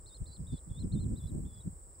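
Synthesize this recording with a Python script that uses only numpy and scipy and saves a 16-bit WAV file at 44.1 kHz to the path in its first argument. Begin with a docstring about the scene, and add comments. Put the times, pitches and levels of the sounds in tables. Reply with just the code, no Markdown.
"""A marsh: from the start, a soft distant wash, ground crickets trilling near 8 kHz with their wings,
puffs of wind buffeting the microphone and two field crickets chirping faintly. Almost at once a young
waterbird begins seven peeps: each thin whistle rises, sags, leaps up again and drops away, with a faint
scatter from the reeds. About a second in, a katydid joins with a high, scraping buzz."""
import sys
import numpy as np
from scipy import signal
from scipy.fft import rfft, irfft
from scipy.io import wavfile

SR = 44100
rng = np.random.default_rng(int(sys.argv[2]) if len(sys.argv) > 2 else 0)


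def master(y):
    """Save y as 16-bit WAV."""
    cut = np.clip(np.atleast_2d(y).T, -1, 1)
    pcm = np.round(cut * 32767)  # scale
    wavfile.write(sys.argv[1], SR, pcm.astype(np.int16))


N = 88200
TIME = np.arange(N) / SR
FREQS = np.fft.rfftfreq(N, 1 / SR) + 1e-3

# EQ of the distant wash, one curve a side: frequency_hz, relative_db
WASH_LEFT_EQ = [(100, -6.5), (380, -1.5), (550, -6), (750, -16), (1000, -16), (1400, -24), (2000, -32),
                (3000, -33), (4500, -27), (6000, -60.5), (16000, -47.5)]
WASH_RIGHT_EQ = [(100, -7.5), (380, 3.5), (550, 0.5), (750, -8), (1000, -5.5), (1400, -12.5), (2000, -17.5),
                 (2400, -26), (3000, -31), (4500, -25.5), (6000, -41), (16000, -48)]
# EQ of the far insect chorus: frequency_hz, relative_db
CHORUS_EQ = [(4000, -56), (4800, -23), (5300, -18.5), (5700, -19), (6150, -51.5), (6700, -20), (7200, -6.5),
             (7700, 3), (8300, 1), (8850, -3), (9250, -12), (9700, -24), (10600, -33.5), (12000, -33.5),
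             (14000, -29), (15500, -14), (17000, -21.5)]
# Nearer ground crickets: pitch_hz, width_hz, strokes_per_s, level_db, pan_db
CRICKET_TRILLS = [(7930, 120, 27, -65.5, 0), (8010, 100, 31, -67, 2), (8220, 90, 27, -68.5, 0),
                  (7640, 140, 27, -70, 0)]
# EQ of the light breeze: frequency_hz, relative_db
BREEZE_EQ = [(15, -31), (35, -2), (65, 2.5), (100, -7.5), (160, -21.5), (300, -32.5), (800, -75)]
# Puffs of wind on the microphone: centre_s, half_length_s, level_db, cutoff_hz
WIND_PUFFS = [(0.023, 0.0093, -59.5, 150), (0.067, 0.0094, -50.5, 116), (.222, 0.013, -32.5, 108),
              (.29, 0.027, -48.5, 147), (0.416, 0.029, -39, 185), (.49, 0.054, -45.5, 157),
              (0.537, 0.014, -31, 200), (0.683, .018, -46, 200), (0.716, 0.016, -35.5, 160),
              (0.808, 0.041, -38.5, 152), (.855, 0.024, -32, 229), (0.952, 0.037, -29, 207.5),
              (1.008, 0.011, -31.5, 130.5), (1.061, 0.048, -32.5, 211), (1.126, 0.028, -31.5, 218),
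              (1.191, 0.017, -41, 190), (1.25, 0.025, -34.5, 122), (1.361, 0.052, -34.5, 250),
              (1.453, 0.031, -37.5, 199), (1.521, 0.021, -49.5, 167), (1.585, 0.038, -50.5, 151),
              (1.674, 0.019, -34, 175), (1.725, 0.044, -48, 137)]
# Field cricket chirps: start_s, pitch_hz, level_db, pan_db
CRICKET_CHIRPS = [(-.018, 5100, -89, -39), (.082, 5000, -75, 20), (.358, 5150, -78.5, -24),
                  (0.478, 5000, -77, 16), (.75, 5220, -72, -2.5), (1.092, 4980, -79.5, 18),
                  (1.18, 5190, -73, -4), (1.494, 4940, -81, 22), (1.905, 5000, -79, 21)]
# Shape of each peep, levels ahead of the bird's trim: start_s, crest_s, sag_s, leap_s, end_s,
# crest_hz, sag_hz, leap_from_hz, leap_to_hz, crest_db, sag_db, leap_db, pan_db
BIRD_PEEPS = [(.057, .068, .102, .145, .177, 4270, 3640, 3830, 4250, -59, -67, -60, -2),
              (.256, .267, .293, .345, .374, 4220, 3980, 4260, 4270, -61, -66, -59, -2),
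              (.466, .477, .503, .580, .599, 3840, 3560, 3400, 4000, -62, -65, -62, 0),
              (.696, .707, .714, .793, .835, 3640, 3410, 3790, 4170, -67, -70, -58, -1),
              (.917, .927, .960, .997, 1.051, 4260, 3610, 3700, 4150, -58, -66, -63, -1),
              (1.155, 1.174, 1.204, 1.271, 1.307, 4050, 3470, 3490, 4020, -62, -68, -64, 0),
              (1.449, 1.462, 1.500, 1.604, 1.630, 3550, 3440, 3380, 3880, -71, -73, -65, 0)]
# Where the voice turns raspy: centre_s, half_length_s, flutter_depth, noise_to_flutter_ratio
BIRD_RASPS = [(0.093, 0.018, 0.48, .6), (.275, 0.017, 0.17, 0.81), (0.3, 0.023, 0.25, 0.8),
              (0.332, 0.025, 0.65, 0.17), (0.542, 0.024, 0.23, 2.2), (0.575, 0.0082, 0.37, .8),
              (0.75, .01, 0.15, 1.2), (1.243, 0.11, 0.17, .3), (1.52, .006, .35, .2),
              (1.56, 0.0066, .25, 1.2), (1.584, 0.011, .18, .7)]
# EQ of the katydid's scrape: frequency_hz, relative_db
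KATYDID_EQ = [(7000, -20.5), (9500, -12), (12000, -3), (14000, -0.5), (16000, -20.5)]
# Fader curve of the katydid: time_s, level_db
KATYDID_FADER = [(1.04, -100), (1.1, -86), (1.19, -76), (1.36, -81.5), (1.6, -81.5), (2.0, -88)]


def amp(db):
    """Decibels to gain."""
    return 10 ** (np.asarray(db) / 20)


def unit(x):
    """Scales to rms 1."""
    return x / np.sqrt(np.mean(x ** 2) + 1e-20)


def pan(db):
    """Left and right gains for a level difference; positive is left."""
    return amp([[db / 2], [-db / 2]])


def eq(points):
    """Gain at every frequency from (Hz, dB) points."""
    hz, db = np.transpose(points)
    return amp(np.interp(np.log(FREQS), np.log(hz), db))


def stereo_noise(gain, correlation):
    """Shaped left and right noise that share a part, rms 1."""
    common, apart = rfft(rng.standard_normal((2, N)))
    right = correlation * common + np.sqrt(1 - correlation ** 2) * apart
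    return unit(irfft(np.array([common, right]) * gain, N))


def wander(hz):
    """A random modulator that rolls off around the given rate, rms 1."""
    return unit(irfft(rfft(rng.standard_normal(N)) * np.exp(-(FREQS / hz) ** 2), N))


def bump(centre_s, half_s):
    """A bell-shaped swell in time."""
    return np.exp(-((TIME - centre_s) / half_s) ** 2)


def phase(hz):
    """Running phase of a pitch curve."""
    return 2 * np.pi * np.cumsum(hz) / SR


def ramp(start_s, end_s):
    """A straight rise from 0 to 1, then held."""
    return np.clip((TIME - start_s) / max(end_s - start_s, 1e-4), 0, 1)


def distant_wash():
    """The soft noise bed of the far landscape, mostly on the right."""
    left, right = stereo_noise(np.array([eq(WASH_LEFT_EQ), eq(WASH_RIGHT_EQ)]), correlation=.46)
    return np.array([amp(-68.5) * unit(left), amp(-63) * unit(right)])


def ground_crickets():
    """A blurred chorus, with a few nearer insects pulsing and gliding at each wing stroke."""
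    glide_hz, right_lead_rad = 58.5, 1.74
    out = amp(-60) * stereo_noise(eq(CHORUS_EQ), correlation=.31)
    for hz, width_hz, strokes_per_s, db, pan_db in CRICKET_TRILLS:
        stroke = phase(strokes_per_s * (1 + .013 * wander(4.5))) + 2 * np.pi * rng.random()
        carrier = phase(hz + glide_hz * np.sin(stroke) + .5 * width_hz * wander(298))
        stereo_phase = 2 * np.pi * rng.random() + np.array([[0], [right_lead_rad]])
        out += amp(db) * pan(pan_db) * unit((1 + np.cos(stroke)) * np.sin(carrier + stereo_phase))
    return out


def wind():
    """A breeze and short buffets of turbulence; only the low end reaches both microphone ports alike."""
    low_cut_hz, shared_below_hz, cutoff_order = 52.8, 175, 3.32
    correlation = 1 / (1 + (FREQS / shared_below_hz) ** 2)
    low_cut = 1 + (low_cut_hz / FREQS) ** 3
    tilt = 1 + FREQS / low_cut_hz
    out = amp(-53.5) * stereo_noise(eq(BREEZE_EQ), correlation)
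    for centre_s, half_s, db, cutoff_hz in WIND_PUFFS:
        high_cut = 1 + (FREQS / cutoff_hz) ** (2 * cutoff_order)
        eddies = stereo_noise(1 / np.sqrt(low_cut * high_cut * tilt), correlation)
        swell = bump(centre_s, half_s)
        power = np.sum((eddies * swell) ** 2) / (2 * np.sum(swell ** 2))
        out += amp(db) * swell * eddies / np.sqrt(power)
    return out


def field_crickets():
    """Three blurred wing strokes a chirp, each falling in pitch, the first one weak."""
    spacing_s, stroke_s, fall_hz, first_db, spread_db = .04, .022, 382, -8.5, 2
    blur_hz = 70 * wander(300)
    out = np.zeros((2, N))
    for start_s, hz, db, pan_db in CRICKET_CHIRPS:
        for k, uneven_db in enumerate(spread_db * rng.standard_normal(3)):
            onset_s = start_s + k * spacing_s
            progress = ramp(onset_s, onset_s + stroke_s)
            level = amp(db + uneven_db + first_db * (k == 0)) * np.sin(np.pi * progress)
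            out += pan(pan_db) * level * np.sin(phase(hz + blur_hz + fall_hz * (.5 - progress)))
    return out


def voice_rasp():
    """Modulator for the whistle: a second vibration adds side tones and a noisy rasp above the pitch."""
    flutter_hz, lower_sideband, noise_above_hz, noise_width_hz = 500, .1, 950, 474
    flutter_depth = sum(depth * bump(s, half_s) for s, half_s, depth, _ in BIRD_RASPS)
    grit_depth = sum(depth * ratio * bump(s, half_s) for s, half_s, depth, ratio in BIRD_RASPS)
    flutter = np.exp(1j * phase(flutter_hz * (1 + .09 * wander(150))))
    noise_band = (wander(noise_width_hz) + 1j * wander(noise_width_hz)) / 2
    grit = np.exp(2j * np.pi * noise_above_hz * TIME) * noise_band
    return 1 + flutter_depth * (flutter + lower_sideband / flutter) + grit_depth * grit


def waterbird():
    """A thin two-crested whistle, roughened by rasp, level shimmer and pitch jitter."""
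    attack_s, release_s, trim_db, shimmer_db = .0028, .011, -2, 1.2
    scoop_share, scoop_toward_hz = .51, 3100
    jump_s, droop_share, drop_s, drop_to_hz = .0021, .049, .0086, 2930
    voice = voice_rasp() * amp(shimmer_db * wander(70))
    jitter = 1 + .003 * wander(320)
    out = np.zeros((2, N))
    for (start_s, crest_s, sag_s, leap_s, end_s, crest_hz, sag_hz, leap_from_hz, leap_to_hz,
         crest_db, sag_db, leap_db, pan_db) in BIRD_PEEPS:
        # Pitch: scoop up, sag, bend toward the leap, jump, droop, drop away.
        hz = crest_hz - scoop_share * (crest_hz - scoop_toward_hz) * (1 - ramp(start_s, crest_s) ** 2)
        hz += (sag_hz - crest_hz) * ramp(crest_s, sag_s) ** 2
        hz += (leap_from_hz - sag_hz) * ramp(sag_s, leap_s) ** 2.9
        hz += (leap_to_hz - leap_from_hz) * ramp(leap_s, leap_s + jump_s)
        hz -= droop_share * leap_to_hz * ramp(leap_s, end_s - drop_s) ** 3
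        hz += (drop_to_hz - hz) * ramp(end_s - drop_s, end_s)
        db = np.interp(TIME, [start_s, crest_s, sag_s, leap_s + jump_s],
                       [sag_db, crest_db, sag_db, leap_db])
        gate = ramp(start_s, start_s + attack_s) * (1 - ramp(end_s - release_s, end_s))
        whistle = np.sqrt(2) * (voice * np.exp(1j * phase(hz * jitter))).real
        out += pan(pan_db) * amp(db + trim_db) * gate * whistle
    return out


def reed_scatter(source):
    """A faint, short reverb tail scattered back by the reeds."""
    wet_db, t60_s = -19, .12
    tail = rng.standard_normal((2, N)) * amp(-60 * TIME / t60_s) * ramp(.0055, .017)
    return amp(wet_db) * signal.fftconvolve(source, tail / np.linalg.norm(tail[0]), axes=1)[:, :N]


def katydid():
    """Fast wing strokes, each a scrape of very high noise."""
    strokes_per_s, sharpness = 69, .62
    strokes = unit(np.exp(sharpness * np.cos(2 * np.pi * strokes_per_s * TIME)))
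    fader = amp(np.interp(TIME, *np.transpose(KATYDID_FADER)))
    return fader * strokes * stereo_noise(eq(KATYDID_EQ), correlation=.85)


def scene():
    """The mix: the bird and its reverb over insects, distant wash and wind."""
    peeps = waterbird()
    bird = peeps + reed_scatter(peeps)
    insects = ground_crickets() + field_crickets() + katydid()
    return bird + insects + distant_wash() + wind()


def record(dry):
    """The recorder's band limit: a steep low-pass on the whole mix."""
    cutoff_hz = 15750
    low_pass = signal.firwin(1023, cutoff_hz, window=("kaiser", 9), fs=SR)
    return signal.oaconvolve(dry, low_pass[None], "same")


dry = scene()
out = record(dry)
master(out)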